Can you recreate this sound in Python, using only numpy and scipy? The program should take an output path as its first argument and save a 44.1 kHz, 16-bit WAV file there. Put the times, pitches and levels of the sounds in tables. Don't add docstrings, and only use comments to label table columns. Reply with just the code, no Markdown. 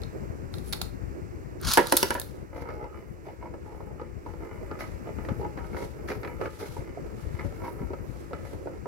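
import sys
import numpy as np
from scipy import signal
from scipy.fft import rfft, irfft
from scipy.io import wavfile
from scipy.ndimage import uniform_filter1d

SR = 44100
rng = np.random.default_rng(int(sys.argv[2]) if len(sys.argv) > 2 else 0)


def log_audio(samples):
    frames = np.atleast_2d(samples).T
    limited = np.clip(frames, -1, 1)
    pcm = np.round(limited * 32767).astype(np.int16)
    wavfile.write(sys.argv[1], SR, pcm)


N = 391166
TIME = np.arange(N) / SR

# f/Hz, energy/dB, t60/s
METAL_MODES = [(1385, 2, 0.49), (2910, -10, 0.11), (4550, -3.5, .028), (5540, -5.5, .02)]
# f/Hz, energy/dB, t60/s
SHELL_MODES = [(1345, -4, 0.031), (3515, -7.5, 0.02), (3765, 1.5, 0.016), (4226, 4, 0.011),
               (5100, -7.5, 0.019), (10900, -12, 0.062)]
# f/Hz, level/dB
CRACK_EQ = [(100, -5), (300, 15), (1000, 1.5), (2000, -6), (3000, -6.5), (5500, -13), (8000, -14.5),
            (10900, -8), (12500, -11.5), (16000, -21.5)]
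# f/Hz, level/dB
TICK_EQ = [(1500, 5), (3200, 1), (4700, 13), (6500, 5), (8000, -7), (11500, 8), (15000, -4)]
# f/Hz, level/dB
PLASTIC_EQ = [(200, -27), (800, 6), (1700, 2), (2600, -1), (3900, 4), (5500, 2), (8200, 0), (11000, 5.5),
              (13000, 0), (15500, -3.5)]


def spinning(spin_hz=66, slowing_per_s=.05, contact_hz=1200):
    # t/s, relative level/dB
    glide = [(2.2, -45), (2.47, -69), (2.7, -44), (3.12, -64), (3.7, -61), (4.17, -63), (4.4, -49.5),
             (5.3, -55), (6.3, -47), (6.62, -50.5), (7.55, -49.5), (8.87, -51.5)]
    turn_hz = spin_hz * np.exp(-slowing_per_s * (TIME - glide[0][0]))
    taps = contacts(turn_hz, scatter_db=3, jitter=.15)
    grit = contacts(np.full(N, 400.), scatter_db=5, jitter=.6)
    touch = unit(taps + undb(-6) * grit)
    scrape_force, scrape_hiss_gain = scrapes(touch)
    force = touch * swell(glide) * undb(3 * walk(25) - 3) + undb(-4) * scrape_force
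    spots = np.exp(2 * np.array([walk(7) for _ in range(8)]))
    spots /= np.sqrt(np.sum(spots ** 2, axis=0))
    chatter = np.zeros((2, N))
    for nearness in spots:
        ring = dish_ring(spot_db=4, wash_db=-3, wash_t60=.05, detune=.016)
        ring = springy_tip(ring, contact_hz * np.exp(0.15 * rng.standard_normal()))
        chatter += drive(ring, force * nearness)
    return chatter + undb(-26) * tip_rasp(force) + tip_hiss(scrape_hiss_gain)


def scrapes(touch, focus_db=4, focus_q=4.5):
    # t/s, length/s, relative chatter/dB, hiss/dB, favoured f/Hz
    patches = [(2.514, 0.019, -43, -70, 1320), (2.54, 0.075, -39, -52, 1940),
               (2.634, 0.042, -47, -78, 1310), (2.773, 0.085, -41.5, -78, 1250),
               (2.912, 0.026, -48.5, -67, 1300), (3.245, 0.052, -44, -60, 690),
               (3.406, 0.047, -42.5, -78.5, 590), (3.65, 0.26, -49.5, -78, 890),
               (3.972, 0.057, -48, -73, 1250), (4.254, 0.079, -50.5, -73, 940),
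               (4.396, 0.18, -47.5, -74, 1323), (4.686, 0.066, -48, -83, 1290),
               (4.787, 0.035, -36, -42, 2070), (5.054, 0.029, -40, -84.5, 633),
               (5.163, 0.051, -44, -72, 1650), (5.282, 0.026, -37.5, -69, 1540),
               (5.392, 0.059, -36.5, -62, 950), (5.558, 0.088, -43.5, -60, 1310),
               (5.719, 0.13, -39, -47.5, 2120), (6.071, 0.042, -34, -40, 1840),
               (6.218, 0.097, -44.5, -86, 2130), (6.396, 0.076, -41.5, -57, 1200),
               (6.585, 0.075, -42, -45, 2070), (7.387, 0.044, -43.5, -60, 1800),
               (7.627, 0.051, -40, -46, 1180), (7.747, 0.058, -49, -82, 1100),
               (8.331, 0.03, -47, -76, 1900), (8.438, 0.024, -46.5, -60, 1990),
               (8.513, 0.017, -46.5, -71, 2100)]
    # f/Hz, level/dB
    bite_eq = [(350, 2), (550, -2), (850, 7), (1350, -0.5), (2000, 1), (2800, 5), (4700, -2.5), (7500, -28)]
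    force, hiss_gain = np.zeros((2, 1, N))
    for start, length_s, chatter_db, hiss_db, hz in patches:
        gain = scrape_envelope(length_s, release_db_per_s=478)
        pulses = np.take(touch, int(start * SR) + np.arange(len(gain)), mode="wrap")
        push = unit(pulses * gain) * np.sqrt(np.mean(gain ** 2))
        push = push + undb(focus_db) * resonate(push, hz, focus_q)
        add(force, start, undb(chatter_db) * push[None])
        add(hiss_gain, start, undb(hiss_db) * scrape_envelope(length_s, release_db_per_s=220)[None])
    return colour(force, bite_eq)[0], hiss_gain[0]


def scrape_envelope(length_s, release_db_per_s, attack_s=.018, sag_db_per_s=41):
    t = TIME[:SR // 2]
    fall_db = sag_db_per_s * np.minimum(t, length_s) + release_db_per_s * np.maximum(t - length_s, 0)
    return np.minimum(t / attack_s, 1) * undb(-fall_db)


def tip_rasp(force):
    tick = unit_hit(colour(burst(0.011, side_db=-0.73), TICK_EQ))
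    metal = modes(METAL_MODES, spot_db=1, spread_hz=3000, detune=0.0014)
    return drive(tick + undb(-4) * metal, force)


def tip_hiss(scrape_gain):
    # f/Hz, level/dB
    scrape_eq = [(1500, 23), (3200, 8), (4700, 11.5), (6500, 7.5), (8000, -2.5), (11500, 8), (14000, -3),
                 (16000, -1)]
    # f/Hz, level/dB
    fine_eq = [(3000, 5.5), (6000, 3.5), (8500, 1.5), (11800, 3), (14000, -5), (16000, -11.5)]
    # t/s, relative level/dB
    fine_levels = [(2.2, -57), (2.47, -68), (2.85, -78), (2.96, -66), (3.13, -71), (3.59, -76),
                   (3.72, -57.5), (3.85, -63), (3.92, -82), (4.19, -78), (4.28, -61), (4.72, -69),
                   (4.93, -63), (5.14, -72), (5.24, -61), (5.62, -62.5), (5.84, -52), (6.0, -63),
                   (6.7, -51), (6.94, -71), (7.2, -57.5), (7.36, -60.5), (7.76, -54.5), (7.93, -69),
                   (8.11, -55), (8.3, -62), (8.5, -57.5), (8.87, -72)]
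    friction = stereo_noise(N, side_db=0) * undb(2 * walk(170) + 2.2 * walk(35))
    sheen = (1 + np.tanh(2 * walk(5))) / 2
    dull, bright = (unit(colour(friction, fine_eq, tilt_db)) for tilt_db in (0, 14))
    fine = ((1 - sheen) * dull + sheen * bright) * swell(fine_levels)
    return unit(colour(friction, scrape_eq)) * scrape_gain + undb(-4) * fine


def knocks(scuff_db=-7, rise_s=.002, fall_s=.005, tick_db_per_octave=11):
    # t/s, relative level/dB, contact resonance/Hz
    trips = [(2.688, -39, 1290), (2.701, -42.5, 1180), (2.842, -38, 1090), (3.266, -40.5, 750),
             (3.538, -38.5, 950), (3.722, -44, 950), (3.805, -39.5, 910), (3.997, -42.5, 954),
             (4.014, -34.5, 970), (4.262, -38, 980), (4.448, -49, 1290), (4.713, -33.5, 1185),
             (5.25, -44, 1590), (5.287, -32.5, 1370), (5.395, -35.5, 720), (5.414, -38, 1000),
             (5.443, -38, 1000), (5.574, -36, 1190), (5.586, -40.5, 1260), (5.746, -39, 1330),
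             (5.767, -36, 1410), (6.086, -35, 1680), (6.101, -35, 1830), (6.115, -37.5, 1750),
             (6.232, -38, 1790), (6.248, -35, 1440), (6.274, -39, 1580), (6.394, -41, 550),
             (6.413, -29.5, 1250), (6.445, -37, 1060), (6.457, -34.5, 1460), (6.766, -37, 820),
             (6.973, -36.5, 700), (7.394, -38.5, 1600), (7.446, -37, 830), (7.643, -47, 1150),
             (7.666, -44, 1200), (7.792, -46, 1150), (7.903, -33.5, 640), (7.934, -34, 1150),
             (8.309, -38.5, 800), (8.332, -33, 1330), (8.657, -34, 600), (8.672, -34, 680),
             (8.857, -34, 850)]
    out = np.zeros((2, N))
    lead = SR // 40
    t = np.arange(-lead, lead) / SR
    for start, db, contact_hz in trips:
        force = rng.standard_normal(len(t)) ** 3 * np.exp(-np.maximum(-t / rise_s, t / fall_s))
        force *= undb(scuff_db) / np.sqrt(np.sum(force ** 2))
        force[lead] += 1
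        ring = springy_tip(dish_ring(spot_db=3, wash_db=-1.5, wash_t60=.04), contact_hz, q=1.75)
        knock = unit_hit(signal.fftconvolve(ring, force[None], axes=1))
        add(out, start + t[0], undb(db + 2) * knock)
        hardness = np.log2(contact_hz / 1000)
        tick = unit_hit(colour(burst(0.04, side_db=-0.71), TICK_EQ, tilt_db=-6))
        add(out, start, undb(db - 26 + tick_db_per_octave * hardness) * tick)
    return out


def bounces(focus_db=5, focus_q=4.4):
    # t/s, relative level/dB, contact cut-off/Hz, crack against ring/dB, favoured f/Hz
    landings = [(1.773, 3.5, 2520, -9, 386), (1.7793, -3.5, 3020, -11, 1000), (1.782, -4, 3000, -15, 1870),
                (1.923, -1.5, 1540, -6, 350), (2.029, -6.5, 2980, 1.5, 378), (2.1055, -8.5, 3280, -6, 1530),
                (2.1507, -13, 3180, -21, 616), (2.1770, -23.5, 2480, -23, 1680)]
    # f/Hz, level/dB
    landing_eq = [(240, -2.5), (380, -4.5), (520, -1), (790, -1.5), (980, 7.5), (1250, -13), (1550, 3),
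                  (2600, 0.5), (6000, 3)]
    out = np.zeros((2, N))
    for start, db, contact_hz, crack_db, spot_hz in landings:
        crack = unit_hit(colour(burst(0.021, side_db=-4.5), CRACK_EQ))
        crack += undb(-10) * modes(METAL_MODES, spot_db=1, spread_hz=3000, detune=0)
        ring = soften(dish_ring(spot_db=0.6, wash_db=-2, wash_t60=0.14), contact_hz)
        ring = ring + undb(focus_db) * resonate(ring, spot_hz, focus_q)
        add(out, start, undb(db - 12) * (unit_hit(ring) + undb(crack_db) * crack))
    return colour(out, landing_eq)


def dish_ring(spot_db, wash_db, wash_t60, detune=0.0071):
    # f/Hz, energy/dB, t60/s
    dish_modes = [(256, -19, 0.072), (345, -3.5, 0.29), (380.6, 1.5, 0.072), (490.5, 0.5, 0.3),
                  (531.3, -1.5, 0.2), (561.8, -1.5, 0.27), (635, -5.5, 0.12), (720, -10, 0.1),
                  (858, -1, 0.09), (946.4, 1, 0.075), (1083, -9, 0.08), (1233, 1.5, 0.1), (1295, 2, 0.13),
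                  (1357, 3.5, 0.069), (1465, -0.5, 0.05), (1632, -6, 0.06), (1716, -5, 0.08),
                  (1856, -14.5, 0.09), (1998, -9.5, 0.052), (2128, -12, 0.055), (2297, -14.5, 0.1),
                  (2940, -13.5, 0.115)]
    clear = modes(dish_modes, spot_db, spread_hz=1050, detune=detune)
    wash = unit_hit(colour(burst(wash_t60, side_db=-9.5), CRACK_EQ))
    return unit_hit(clear + undb(wash_db) * wash)


def springy_tip(ring, hz, q=1):
    # f/Hz, level/dB
    tip_eq = [(100, 9), (450, 13), (850, -1), (1400, -8), (2200, 6.5), (3200, -2.5), (4800, 11), (8000, 14),
              (15000, 15.5)]
    centre_hz = np.clip(hz, 200, 5000)
    return colour(soften(resonate(ring, centre_hz, q), 2 * centre_hz), tip_eq)


def ripcord(zip_db=-5, zip_q=3, whirr_db=-6.5):
    # t/s, tooth rate/Hz, level/dB, brightness (-2 dull, 2 bright)
    pull = [(1.595, 1060, -64.5, -5), (1.645, 1600, -40.5, 0.2), (1.69, 1800, -31, 1), (1.75, 1870, -31, 2),
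            (1.785, 1150, -48.5, 2.5), (1.85, 910, -43, -1.5), (1.955, 850, -41.5, 5.5),
            (1.975, 970, -36.5, 4), (2.08, 420, -44.5, 2), (2.3, 320, -65, 2)]
    # f/Hz, level/dB
    gear_eq = [(200, -18), (800, 2.5), (1350, 9.5), (2000, 2), (2700, -1.5), (4000, 3.5), (5500, -4.5),
               (8500, -6.5), (11300, -4.5), (15500, -11)]
    tooth_hz = curve(pull)
    pulses = contacts(tooth_hz, scatter_db=4, jitter=.35)
    teeth = signal.fftconvolve(pulses[None], burst(0.002, side_db=-6), axes=1)[:, :N]
    rasp = (unit(teeth) + undb(-1) * stereo_noise(N, side_db=-6)) * undb(2.4 * walk(300))
    dull, bright = (unit(colour(rasp, gear_eq, tilt_db)) for tilt_db in (-2, 2))
    bright_share = np.clip(.5 + curve(pull, column=3) / 4, 0, 1)
    shell_hz = SHELL_MODES[0][0]
    ring = unit(resonate(resonate(rasp, shell_hz, zip_q), shell_hz, zip_q))
    whirr = unit(np.sin(2 * np.pi * np.cumsum(tooth_hz) / SR) * walk(400))
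    body = dull + undb(zip_db) * ring + undb(whirr_db) * whirr
    return ((1 - bright_share) * body + bright_share * bright) * swell(pull, column=2)


def clicks():
    # t/s, relative level/dB, tilt/(dB per octave)
    hits = [(0.018, -38.5, -2), (0.035, -50.5, -12), (0.540, -33, -4.5), (0.584, -37.5, -3),
            (0.726, -18, 1.5), (0.73, -19.5, 0), (0.734, -19.5, -2.5), (0.815, -22, -3.5), (0.817, -18, 1),
            (1.614, -28, 9.5), (1.7358, -6, 4.5), (1.739, -12, 1), (1.87, -19, 1.5), (1.9681, 0.5, 6.5),
            (1.972, -5.5, 2.5), (2.142, -22.5, 7), (2.1978, -13.5, 8), (2.216, -25.5, 0.5)]
    out = np.zeros((2, N))
    for start, db, tilt_db in hits:
        click = unit_hit(colour(burst(0.016, side_db=-1.1), PLASTIC_EQ, tilt_db))
        ring = modes(SHELL_MODES, spot_db=0.65, spread_hz=1200, detune=.01)
        ring_db = -3 - 2 * tilt_db
        add(out, start, undb(db - 15.5) * (click + undb(ring_db) * ring))
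    return out


def twist():
    # t/s, level/dB
    rub_levels = [(0.52, -64), (0.55, -53.5), (0.63, -63), (0.68, -54), (0.76, -65), (0.86, -70),
                  (0.95, -86)]
    # t/s, f/Hz, level/dB
    squeak_path = [(0.650, 11500, -66), (0.668, 11300, -61), (0.682, 10750, -50), (0.705, 10200, -49),
                   (0.724, 9900, -63)]
    friction = stereo_noise(N, side_db=-1) * undb(2.2 * walk(153.5))
    rub = unit(colour(friction, PLASTIC_EQ, tilt_db=0.43))
    squeak = np.sin(2 * np.pi * np.cumsum(curve(squeak_path)) / SR) * walk(900)
    return rub * swell(rub_levels) + squeak * swell(squeak_path, column=2)


def room(x, wet_db, bass_db, t60=0.27, build_s=0.0022):
    t = TIME[:SR // 2]
    tail = rng.standard_normal((2, len(t))) * undb(-60 * t / t60) * (1 - np.exp(-t / build_s))
    tail /= np.sqrt(np.sum(tail ** 2) / 2)
    tail = colour(tail, [(300, bass_db), (2500, -4.5), (9000, -5), (16000, -4)])
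    return x + undb(wet_db) * signal.fftconvolve(x, tail, axes=1)[:, :N]


def thumps(decay_cycles=0.37):
    # t/s, f/Hz, level/dB, left minus right/dB
    puffs = [(5.219, 75, -33, 23), (5.323, 74, -24.5, 6), (5.321, 169, -19, 3.5), (6.795, 99, -26.5, 10),
             (7.272, 65, -32, 26), (7.346, 93.5, -33, 31), (7.815, 152, -25, 9), (7.835, 215, -23.5, -1)]
    out = np.zeros((2, N))
    t = np.arange(-SR // 20, SR // 20) / SR
    for peak_s, hz, db, left_db in puffs:
        puff = np.exp(-np.abs(t) * hz / decay_cycles) * np.cos(2 * np.pi * (hz * t + rng.random()))
        add(out, peak_s + t[0], undb(db) * pan(left_db) * puff)
    return out


def draught(flutter_db=3, gust_s=0.031, left_lag_s=.00037):
    # t/s, relative level/dB
    drift = [(0, -38), (.55, -41.5), (1.0, -40.5), (2.1, -44), (2.55, -46), (4.1, -45.5), (4.9, -40),
             (5.25, -38), (5.6, -42), (6.3, -41.5), (6.65, -49.5), (7.0, -41), (7.5, -41), (8.2, -42.5),
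             (8.87, -43)]
    # t/s, rise/dB
    gusts = [(6.45, 8.5), (6.81, 6.5)]
    # f/Hz, left density/dB, right density/dB
    rumble_eq = [(20.3, -84.5, -80), (44.9, -56, -89), (74, -54.5, -88), (144, -61, -88), (229, -66, -76.5),
                 (349, -70.5, -64), (524, -80, -72.5), (892, -90.5, -86.5), (2270, -100, -100),
                 (3296, -125, -125)]
    # f/Hz, left density/dB, right density/dB
    air_eq = [(101.4, -92.5, -97.5), (820, -87, -84.5), (1142, -90, -85.5), (1670, -91.5, -88),
              (2220, -93, -92.5), (2794, -101, -98.5), (3140, -111, -107), (3800, -111, -105),
              (5100, -115, -101), (7800, -120, -101), (8600, -115, -109), (15250, -114, -109)]
    gust_db = curve(drift) - np.median(curve(drift))
    gust_db += sum(rise_db * np.exp(-.5 * ((TIME - peak_s) / gust_s) ** 2) for peak_s, rise_db in gusts)
    whoosh = rng.standard_normal(N)
    out = np.zeros((2, N))
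    for port, lag_s in enumerate((left_lag_s, 0)):
        direct = np.roll(whoosh, int(lag_s * SR))
        buffet = unit(rng.standard_normal(N) + undb(-3) * direct)
        buffet *= unit(undb(flutter_db * walk(45))) * undb(gust_db)
        air = unit(direct + undb(-4) * rng.standard_normal(N)) * undb(0.84 * gust_db)
        for noise, eq in ((buffet, rumble_eq), (air, air_eq)):
            out[port] += colour(noise, np.array(eq)[:, [0, port + 1]])[0]
    return out * np.sqrt(SR / 2)


def eddies(level_db=-76):
    churn = rng.standard_normal(N) * undb(5 * walk(10))
    rumble = unit(colour(churn, [(25, -13), (90, 6), (180, -8), (500, -44), (2000, -93)]))
    return np.array([[0], [1]]) * undb(level_db) * rumble


def modes(table, spot_db, spread_hz, detune):
    t = TIME[:SR // 2]
    ring = np.zeros((2, len(t)))
    for (hz, db, t60), (weight, sign, lag, load) in zip(table, rng.standard_normal((len(table), 4))):
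        hz = hz * (1 + detune * load)
        phase = min(hz / spread_hz, 1) * 1.02 * lag * np.array([[1], [-1]])
        envelope = undb(db + spot_db * weight - 60 * t / t60) / np.sqrt(t60)
        ring += np.sign(sign) * envelope * np.sin(2 * np.pi * hz * t + phase)
    return unit_hit(ring)


def contacts(rate_hz, scatter_db, jitter):
    phase = np.cumsum(rate_hz * np.exp(jitter * walk(200))) / SR
    pulses = np.diff(np.floor(phase), prepend=0)
    return unit(pulses * undb(scatter_db * np.clip(rng.standard_normal(N), -2, 2)))


def burst(t60, side_db):
    t = TIME[:SR // 2]
    return stereo_noise(len(t), side_db) * undb(-60 * t / t60)


def stereo_noise(count, side_db):
    mid, side = rng.standard_normal((2, count))
    return unit(mid + undb(side_db) * side * np.array([[1], [-1]]))


def walk(rate_hz):
    hold = max(int(SR / rate_hz), 1)
    steps = np.repeat(rng.standard_normal(N // hold + 1), hold)
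    return unit(uniform_filter1d(uniform_filter1d(steps, hold), hold)[:N])


def drive(ring, force):
    return signal.oaconvolve(force[None], 2 * ring / np.sqrt(np.sum(ring ** 2)), axes=1)[:, :N]


def colour(x, eq, tilt_db=0):
    size = 4096
    hz, db = np.transpose(eq)
    octave = np.log2(np.maximum(np.fft.rfftfreq(size, 1 / SR), 1))
    gain_db = np.interp(octave, np.log2(hz), db) + tilt_db * (np.maximum(octave, np.log2(hz[0])) - 10)
    cepstrum = irfft(np.log(undb(gain_db)))
    cepstrum[1:size // 2] *= 2
    cepstrum[size // 2 + 1:] = 0
    response = irfft(np.exp(rfft(cepstrum)))
    return signal.fftconvolve(np.atleast_2d(x), response[None], axes=1)[:, :x.shape[-1]]


def resonate(x, hz, q):
    return signal.lfilter(*signal.iirpeak(hz, q, fs=SR), x)


def soften(x, hz):
    return signal.sosfilt(signal.butter(2, min(hz, SR / 3), fs=SR, output="sos"), x)


def curve(rows, column=1):
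    rows = np.array(rows)
    return np.interp(TIME, rows[:, 0], rows[:, column])


def swell(rows, column=1):
    return undb(curve(rows, column)) * (TIME >= rows[0][0]) * (TIME <= rows[-1][0])


def undb(db):
    return 10 ** (np.asarray(db) / 20)


def pan(left_db):
    return undb(np.array([[left_db], [-left_db]]) / 2)


def unit(x):
    return x / np.sqrt(np.mean(x ** 2))


def unit_hit(x):
    return x / np.sqrt(np.mean(np.sum(x ** 2, axis=-1)) / (SR / 100))


def add(out, start_s, x):
    i = max(int(start_s * SR), 0)
    out[:, i:i + x.shape[1]] += x[:, :max(N - i, 0)]


def scene():
    dish = room(bounces() + spinning() + knocks(), wet_db=-3.5, bass_db=-12.5)
    launch = room(clicks() + ripcord() + twist(), wet_db=-3, bass_db=2)
    return (dish + launch) * pan(left_db=-2) + draught() + eddies() + thumps()


def record(dry):
    return signal.sosfilt(signal.ellip(10, .2, 80, 15900, fs=SR, output="sos"), np.clip(dry, -1, 1))


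dry = scene()
out = record(dry)
log_audio(out)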